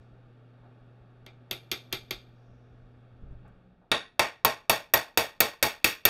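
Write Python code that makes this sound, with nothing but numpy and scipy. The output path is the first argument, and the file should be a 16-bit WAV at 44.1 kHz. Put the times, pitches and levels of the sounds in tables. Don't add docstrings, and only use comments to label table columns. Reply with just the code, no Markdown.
import sys
import numpy as np
from scipy import signal
from scipy.fft import rfft, irfft, next_fast_len
from scipy.io import wavfile
from scipy.ndimage import uniform_filter1d

SR = 44100
rng = np.random.default_rng(int(sys.argv[2]) if len(sys.argv) > 2 else 0)


def dump_mix(stems):
    frames = np.atleast_2d(stems).T
    limited = np.clip(frames, -1, 1)
    pcm = np.round(limited * 32767).astype(np.int16)
    wavfile.write(sys.argv[1], SR, pcm)


def ratio(d):
    e = np.asarray(d, float) / 20
    return 10 ** e


N = 268569

# (frequency [Hz], level [dB])
AIR_COLOUR = [(60, -34.5), (100, -3), (150, 3), (250, 0), (450, -0.5), (880, -6), (1300, -8.5), (2300, -18),
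              (3600, -21.5), (5000, -32.5), (7000, -42.5), (12000, -46.5), (16000, -75.5)]
# (frequency [Hz], level [dB])
LAMP_HUM = [(120, -0.5), (250, -14)]
# (time [s], share of full cut [0-1])
DUCK = [
    (3.45, 0),
    (3.62, 0.31),
    (3.85, 0.8),
    (4.2, 0.82),
    (6.09, 1),
]
# (time [s], rumble level [dB], length [s])
BUMPS = [(0.0, -52, 0.033), (0.26, -59, 0.091), (0.61, -64, .15), (0.82, -63, 0.18), (1.2, -59, 0.18),
         (1.513, -56, 0.079), (1.936, -52.5, 0.23), (2.14, -50, 0.091), (2.287, -64, 0.085),
         (2.494, -54, 0.17), (2.719, -56.5, 0.13), (2.834, -55.5, 0.25), (3.113, -53, 0.11),
         (3.228, -44.5, 0.18), (3.311, -40.5, 0.078), (3.459, -55, .25), (0.117, -60, .1), (1.012, -62, .1)]
# (time [s], peak [dB], centre [Hz], width [octaves], t60 [s])
TOUCHES = [
    (0, -77, 3970, .8, 0.43),
    (.63, -56.5, 600, 1.16, 0.44),
    (1.918, -48, 1812, .8, 0.056),
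    (2.3, -74.5, 5550, 0.26, 2.6),
    (3.445, -55.5, 694, 1.34, 0.4),
    (3.478, -77.5, 7930, 0.85, 0.06),
    (3.815, -59, 590, 1, 0.27),
]
# (time [s], peak [dB], case knock [dB], face ring [dB], favoured resonance [Hz])
GEAR_TAPS = [
    (1.2615, -32, 5.5, -88, 2260),
    (1.509, -16, 2, -46.5, 2700),
    (1.7133, -13, -2, -50.5, 5600),
    (1.9243, -13, -0.5, -51.5, 4770),
    (2.1065, -16.5, -0.5, -59, 4570),
]
RAIL_BLOWS = [
    (3.9137, -7.5, -4, -65, 3750),
    (4.192, -5, 0, -45.5, 2110),
    (4.4465, -5, 1.5, -34, 1120),
    (4.6945, -5, 2, -24, 598),
    (4.9353, -5, 3.5, -22, 1830),
    (5.172, -5.5, 1, -20.5, 480),
    (5.4023, -6, -0.5, -21, 454),
    (5.6247, -6, 0, -14, 2190),
    (5.8415, -6.5, -9, -16.5, 2620),
    (6.0503, -5.5, -2, -18, 2720),
]
# (frequency [Hz], width [Hz], level [dB])
GEAR_MODES = [(378, 32, 4), (1380, 55, -2.5), (2115, 37, -1), (2080, 65, 4.5), (2366, 35, 5),
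              (2700, 35.5, -15), (3200, 18, 1), (3684, 42, 2.5), (3440, 60, 0), (4050, 56, -5),
              (4540, 40, -3.5), (4240, 100.5, -4.5), (4744, 79, 2), (5440, 67, -2.5), (6190, 56.7, -17),
              (6460, 260, 1), (8150, 140, 2.5), (12770, 430, 2)]
RAIL_MODES = [(445.4, 23, -1.5), (583, 16, 0.5), (659, 35, 0), (770, 31, -4.5), (843, 11, 6.5),
              (820, 24, -11), (913, 19, 3), (1050.4, 43, 9), (1504, 71, -3), (1828, 33, -0.5),
              (1880, 96, 3.5), (2275, 140, -2), (2626, 80, 0), (3537, 210, -1.5), (3720, 110, -4),
              (4520, 71, 2), (4640, 69, 0.5), (5290, 59, 2), (5650, 52, 3.5), (6470, 22, -17.5),
              (6620, 75, 5), (6400, 22, -3.5), (7810, 23, 2.5), (8680, 260, -1.5)]
# (frequency [Hz], level [dB], t60 [s])
GEAR_HEAD = [(10470, 0, .24), (11940, 0, .12), (12020, -6, .09), (14130, 0, .2)]
RAIL_HEAD = [(10460, 0, .26), (12350, 0, .06), (12325, -33, .3), (12350, -36, .3), (15350, -10, .03),
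             (14112, -34, .36), (14150, -23, .13), (14050, 0, .03), (14230, -3, .045)]
# (frequency [Hz], level [dB])
GEAR_CRACK = [(35, -73), (60, -50.5), (580, -5.5), (1200, -11.5), (2300, 0.5), (3600, 5.5), (5500, -3),
              (8400, -28), (13000, -8), (15500, -35), (17000, -52)]
GEAR_RATTLE = [(24, -35), (50, -21), (130, -16), (360, -7), (800, -5), (1500, -10), (2400, -7),
               (3700, -4.5), (5500, -18), (7200, -24), (10000, -26), (13200, -16), (14500, -46.5),
               (17000, -77.5)]
RAIL_CRACK = [(35, -33.5), (80, -12.5), (600, 4.5), (1300, -5.5), (2600, 0.5), (4400, -4.5), (6500, -9),
              (10000, -15), (14000, -9), (15800, -24), (17000, -55.5)]
RAIL_RATTLE = [(24, -30), (50, -15), (120, -8), (300, -5.5), (600, -1.5), (1300, -6), (2500, -6),
               (3600, -9), (5500, -14.5), (7500, -19.5), (11000, -19.5), (14200, -15.5), (15700, -27.5),
               (17000, -96.5)]
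# (frequency [Hz], t60 [s])
GEAR_T60 = [(40, 0.25), (300, 0.19), (1500, 0.18), (4000, 0.2), (8000, 0.19), (16000, 0.12)]
RAIL_T60 = [(40, 0.24), (300, 0.18), (800, 0.21), (2000, 0.22), (4000, 0.21), (8000, 0.17), (16000, 0.16)]
# (crack [dB], crack t60 [s], resonance [dB], rattle [dB], rattle hold [s],
# repeated share [0-1], room [dB], room t60 [s])
GEAR_MIX = (-8, 0.0188, 7.5, -19.5, 0, 0.76, -51.5, 0.96)
RAIL_MIX = (-8, 0.0411, 6, -20.5, 0.0365, 0.5, -42.5, 0.3745)
# (face ring [dB], brightness [dB/octave], length ring [dB], side ring [dB], favoured lift [dB])
GEAR_SQUARE = (-39.5, 0.7, -46.5, -59, 2.5)
RAIL_SQUARE = (-41, -0.97, -68.5, -21, 3)
# (brightness [dB/octave], length ring [dB], side ring [dB], favoured lift [dB])
GEAR_GLANCE = (-0.078, -1.05, -0.62, 0.078)
RAIL_GLANCE = (-0.084, 0.92, -1.9, 0.26)
# (frequency [Hz], level [dB], t60 [s])
BENCH_THUD = [(44.5, -2.5, 0.098), (76, -2.5, 0.16), (129, 1, 0.16), (222, 0, 0.12), (329.1, 3, 0.092)]

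AIR_DB, HUM_DB, RUMBLE_DB = -61, -52, -72
AIR_CUT_DB, HUM_CUT_DB = -8, -23.5
BUMP_RISE, BUMP_DROP_DB = 0.16, -17.5
GROAN_S, GROAN_LENGTH_S, GROAN_DB, GROAN_ATTACK_S, GROAN_RELEASE_S = 3.47, 0.33, -61, 0.12, 0.075
TOUCH_RISE = 0.04
THUD_DB, THUD_PER_BRIGHT, THUD_RISE_S = -33.5, 2.5, 0.004
GRIP_T60_S, FLUTTER_DB = 0.83, 5
TICK_DB, TICK_HZ, TICK_TOP_HZ, TICK_T60_S = -16.5, 9350, 15100, 0.0074
PING_DB, PING_T60_S = -26.5, 0.043
DULL_HZ, DULL_DB = 10900, -4
RATTLE_TOP_HZ, TOP_HZ_PER_DB = 14550, 61
NOTCH_HZ, NOTCH_SHIFT_HZ, NOTCH_TOP_HZ = 1022, 20, 10700


def colour(table, hz):
    f, db = np.transpose(table)
    return ratio(np.interp(np.log(hz + 1), np.log(f), db))


def shaped(x, gain):
    y = irfft(rfft(x) * gain, len(x))
    return y / np.sqrt(np.mean(y ** 2))


def fade(t, t60):
    return ratio(-60 * t / t60)


def rise(t, rise_s):
    return 1 - np.exp(-t / rise_s)


def walk(rate_hz):
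    k = int(SR / rate_hz)
    steps = np.repeat(rng.standard_normal(N // k + 1), k)
    return uniform_filter1d(uniform_filter1d(steps, k), k)[:N]


def shop():
    t, hz = np.arange(N) / SR, np.fft.rfftfreq(N, 1 / SR)
    duck = np.interp(t, *np.transpose(DUCK))
    air_db = AIR_DB + AIR_CUT_DB * duck + 0.65 * walk(3.8)
    air = shaped(rng.standard_normal(N), colour(AIR_COLOUR, hz)) * ratio(air_db)
    hum = 0
    for k, (f, db) in enumerate(LAMP_HUM):
        hum = hum + ratio(db + 4.9 * k * walk(36)) * np.sin(2 * np.pi * f * t)
    hum = hum * ratio(HUM_DB + HUM_CUT_DB * duck)
    rumble = shaped(rng.standard_normal(N), hz / (hz + 12) / (1 + (hz / 80) ** 2.0))
    rumble_level = ratio(RUMBLE_DB)
    for s, db, length_s in BUMPS:
        away_s = np.maximum(t - s, (s - t) / BUMP_RISE)
        rumble_level = rumble_level + ratio(db + BUMP_DROP_DB * away_s / length_s)
    groan = shaped(rng.standard_normal(N), 1 / (1 + ((hz - 183) / 9) ** 2))
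    before = (GROAN_S - t) / GROAN_ATTACK_S
    after = (t - GROAN_S - GROAN_LENGTH_S) / GROAN_RELEASE_S
    lean = ratio(GROAN_DB - 20 * np.maximum(np.maximum(before, after), 0))
    return air + hum + rumble * rumble_level + groan * lean


def touches():
    size = 2 ** 15
    t, hz, out = np.arange(size) / SR, np.fft.rfftfreq(size, 1 / SR), np.zeros(N)
    for s, db, centre_hz, width_oct, t60 in TOUCHES:
        band = np.exp(-(np.log2((hz + 1) / centre_hz) / width_oct) ** 2)
        puff = shaped(rng.standard_normal(size), band)
        shape = fade(t, t60) * rise(t, TOUCH_RISE * t60 ** 2) * np.cos(np.pi / 2 * t / t[-1])
        out[int(s * SR):][:size] += ratio(db) * puff * shape
    return out


def resonances(modes, hz, lift_db):
    f, width, db = np.transpose(modes)[:, :, None]
    peaks = ratio(db + lift_db) ** 2 / (1 + (2 * (hz - f) / width) ** 2)
    return np.sqrt(1 + peaks.sum(axis=0))


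def strike_tilt(hz, bright_db, knock_db, spot_db, spot_hz):
    bright = bright_db * np.log2(np.clip(hz, 1500, 16000) / 3000)
    knock = knock_db / (1 + (np.log2((hz + 1) / 760) / 0.59) ** 4)
    spot = spot_db / (1 + ((hz - spot_hz) / (0.077 * spot_hz)) ** 2)
    dull = DULL_DB * max(-bright_db, 0) / (1 + (DULL_HZ / (hz + 1)) ** 10)
    return ratio(bright + knock + spot + dull)


def steel_tick(noise, t, hz):
    band = 1 / (1 + (TICK_HZ / (hz + 1)) ** 4) / (1 + (hz / TICK_TOP_HZ) ** 12)
    return shaped(noise, band) * fade(t, TICK_T60_S)


def spot_ping(spot_hz, t):
    return fade(t, PING_T60_S) * np.sin(2 * np.pi * spot_hz * t) * rise(t, 0.0006)


def bench_thud(t):
    f, db, t60 = np.transpose(BENCH_THUD)[:, :, None]
    modes = ratio(db) * fade(t, t60) * np.sin(2 * np.pi * f * t)
    return modes.sum(axis=0) * rise(t, THUD_RISE_S)


def rattle(noise, gain, t, hz, hold_s, decay, room_db, room_t60):
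    spectrum, out = rfft(shaped(noise, gain)), 0
    f, t60 = np.transpose(decay)
    late = np.sqrt(t ** 2 + hold_s ** 2) - hold_s
    for centre in 30 * 2 ** np.arange(0, 9.6, .5):
        band = np.clip(1 - 2 * abs(np.log2((hz + 1) / centre)), 0, 1)
        band_t60 = np.interp(np.log(centre), np.log(f), t60)
        room = ratio(room_db) * fade(t, room_t60 * band_t60 / 0.17)
        out = out + irfft(spectrum * band, len(t)) * (fade(late, band_t60) + room)
    return out * rise(t, 0.00025)


def head_ring(modes, t, scatter_db=0.):
    hz, db, t60 = np.transpose(modes)[:, :, None]
    chance = rng.standard_normal((2, len(modes), 1))
    hz = hz * (1 + .0012 * chance[0])
    rings = ratio(db + scatter_db * chance[1]) * fade(t, t60) * np.sin(2 * np.pi * hz * t)
    return rings.sum(axis=0)


def blows(table, square, glance, modes, head, crack, tail, decay, mix, side_rings):
    crack_db, crack_t60, lift_db, rattle_db, hold_s, share, room_db, room_t60 = mix
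    size = 2 ** 14
    t, hz, out = np.arange(size) / SR, np.fft.rfftfreq(size, 1 / SR), np.zeros(N + size)
    same, body = rng.standard_normal((2, size)), resonances(modes, hz, lift_db)
    for s, peak_db, knock_db, face_db, spot_hz in table:
        short_db = square[0] - face_db
        bright_db = square[1] + glance[0] * short_db
        length_db, side_db, spot_db = np.add(square[2:], np.multiply(glance[1:], max(short_db, 0)))
        top_hz = RATTLE_TOP_HZ + TOP_HZ_PER_DB * max(-short_db, 0)
        tilt = body * strike_tilt(hz, bright_db, knock_db, spot_db, spot_hz)

        noise = np.sqrt(share) * same + np.sqrt(1 - share) * rng.standard_normal((2, size))
        snap = shaped(noise[0], colour(crack, hz) * tilt / (1 + (hz / top_hz) ** 30))
        snap = snap * fade(t, crack_t60) * rise(t, 0.00023)
        tick = ratio(TICK_DB + 2 * bright_db) * steel_tick(noise[0], t, hz)
        ping = ratio(PING_DB + 0.9 * spot_db) * spot_ping(spot_hz, t)
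        thud = ratio(THUD_DB + THUD_PER_BRIGHT * bright_db) * bench_thud(t)

        shake = rng.standard_normal(size)
        bounce = ratio(1.34 * uniform_filter1d(shake, size=160) * np.sqrt(160))
        flutter = uniform_filter1d(uniform_filter1d(shake, size=500), size=200) * np.sqrt(500)
        grip = ratio(FLUTTER_DB * flutter) * fade(t, GRIP_T60_S)
        gain = colour(tail, hz) * tilt / (1 + (hz / top_hz) ** 60)
        loose = bounce * rattle(noise[1], gain, t, hz, hold_s, decay, room_db - rattle_db, room_t60)

        length = ratio(length_db) * head_ring(head[:1], t)
        face = ratio(face_db + 1.5) * head_ring(head[1:-side_rings], t, scatter_db=6.5)
        side = ratio(side_db) * head_ring(head[-side_rings:], t, scatter_db=3.5)

        hit = ratio(crack_db) * snap + ratio(rattle_db) * loose + tick + ping + thud
        i = int((s + .002) * SR)
        out[i:i + size] += ratio(peak_db + 4.5) * hit + (face + side) * grip + length
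    return out[:N]


def scene():
    background = shop() + touches()
    gear = blows(GEAR_TAPS, GEAR_SQUARE, GEAR_GLANCE, GEAR_MODES, GEAR_HEAD,
                 GEAR_CRACK, GEAR_RATTLE, GEAR_T60, GEAR_MIX, side_rings=1)
    rail = blows(RAIL_BLOWS, RAIL_SQUARE, RAIL_GLANCE, RAIL_MODES, RAIL_HEAD,
                 RAIL_CRACK, RAIL_RATTLE, RAIL_T60, RAIL_MIX, side_rings=4)
    return (background + gear + rail)[None]


def low_pass(x):
    return signal.sosfilt(signal.butter(12, 17140, fs=SR, output="sos"), x)


def record(dry):
    size = next_fast_len(N + SR)
    hz = np.fft.rfftfreq(size, 1 / SR)
    turn = np.exp(-2j * np.pi * (hz + NOTCH_SHIFT_HZ) / NOTCH_HZ)
    comb = .8 * (1 - .95 * turn) / (1 - .55 * turn)
    inside = 1 / (1 + (600 / (hz + 1)) ** 8) / (1 + (hz / NOTCH_TOP_HZ) ** 14)
    rounded = np.tanh(1.3 * dry) / 1.3
    top_cut = signal.ellip(6, .5, 45, 15900, fs=SR, output="sos")
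    limited = signal.sosfilt(top_cut, rounded)
    mix = irfft(rfft(limited, size) * (1 + inside * (comb - 1)), size)[:, :N]
    return low_pass(mix)


dry = scene()
out = record(dry)
dump_mix(out)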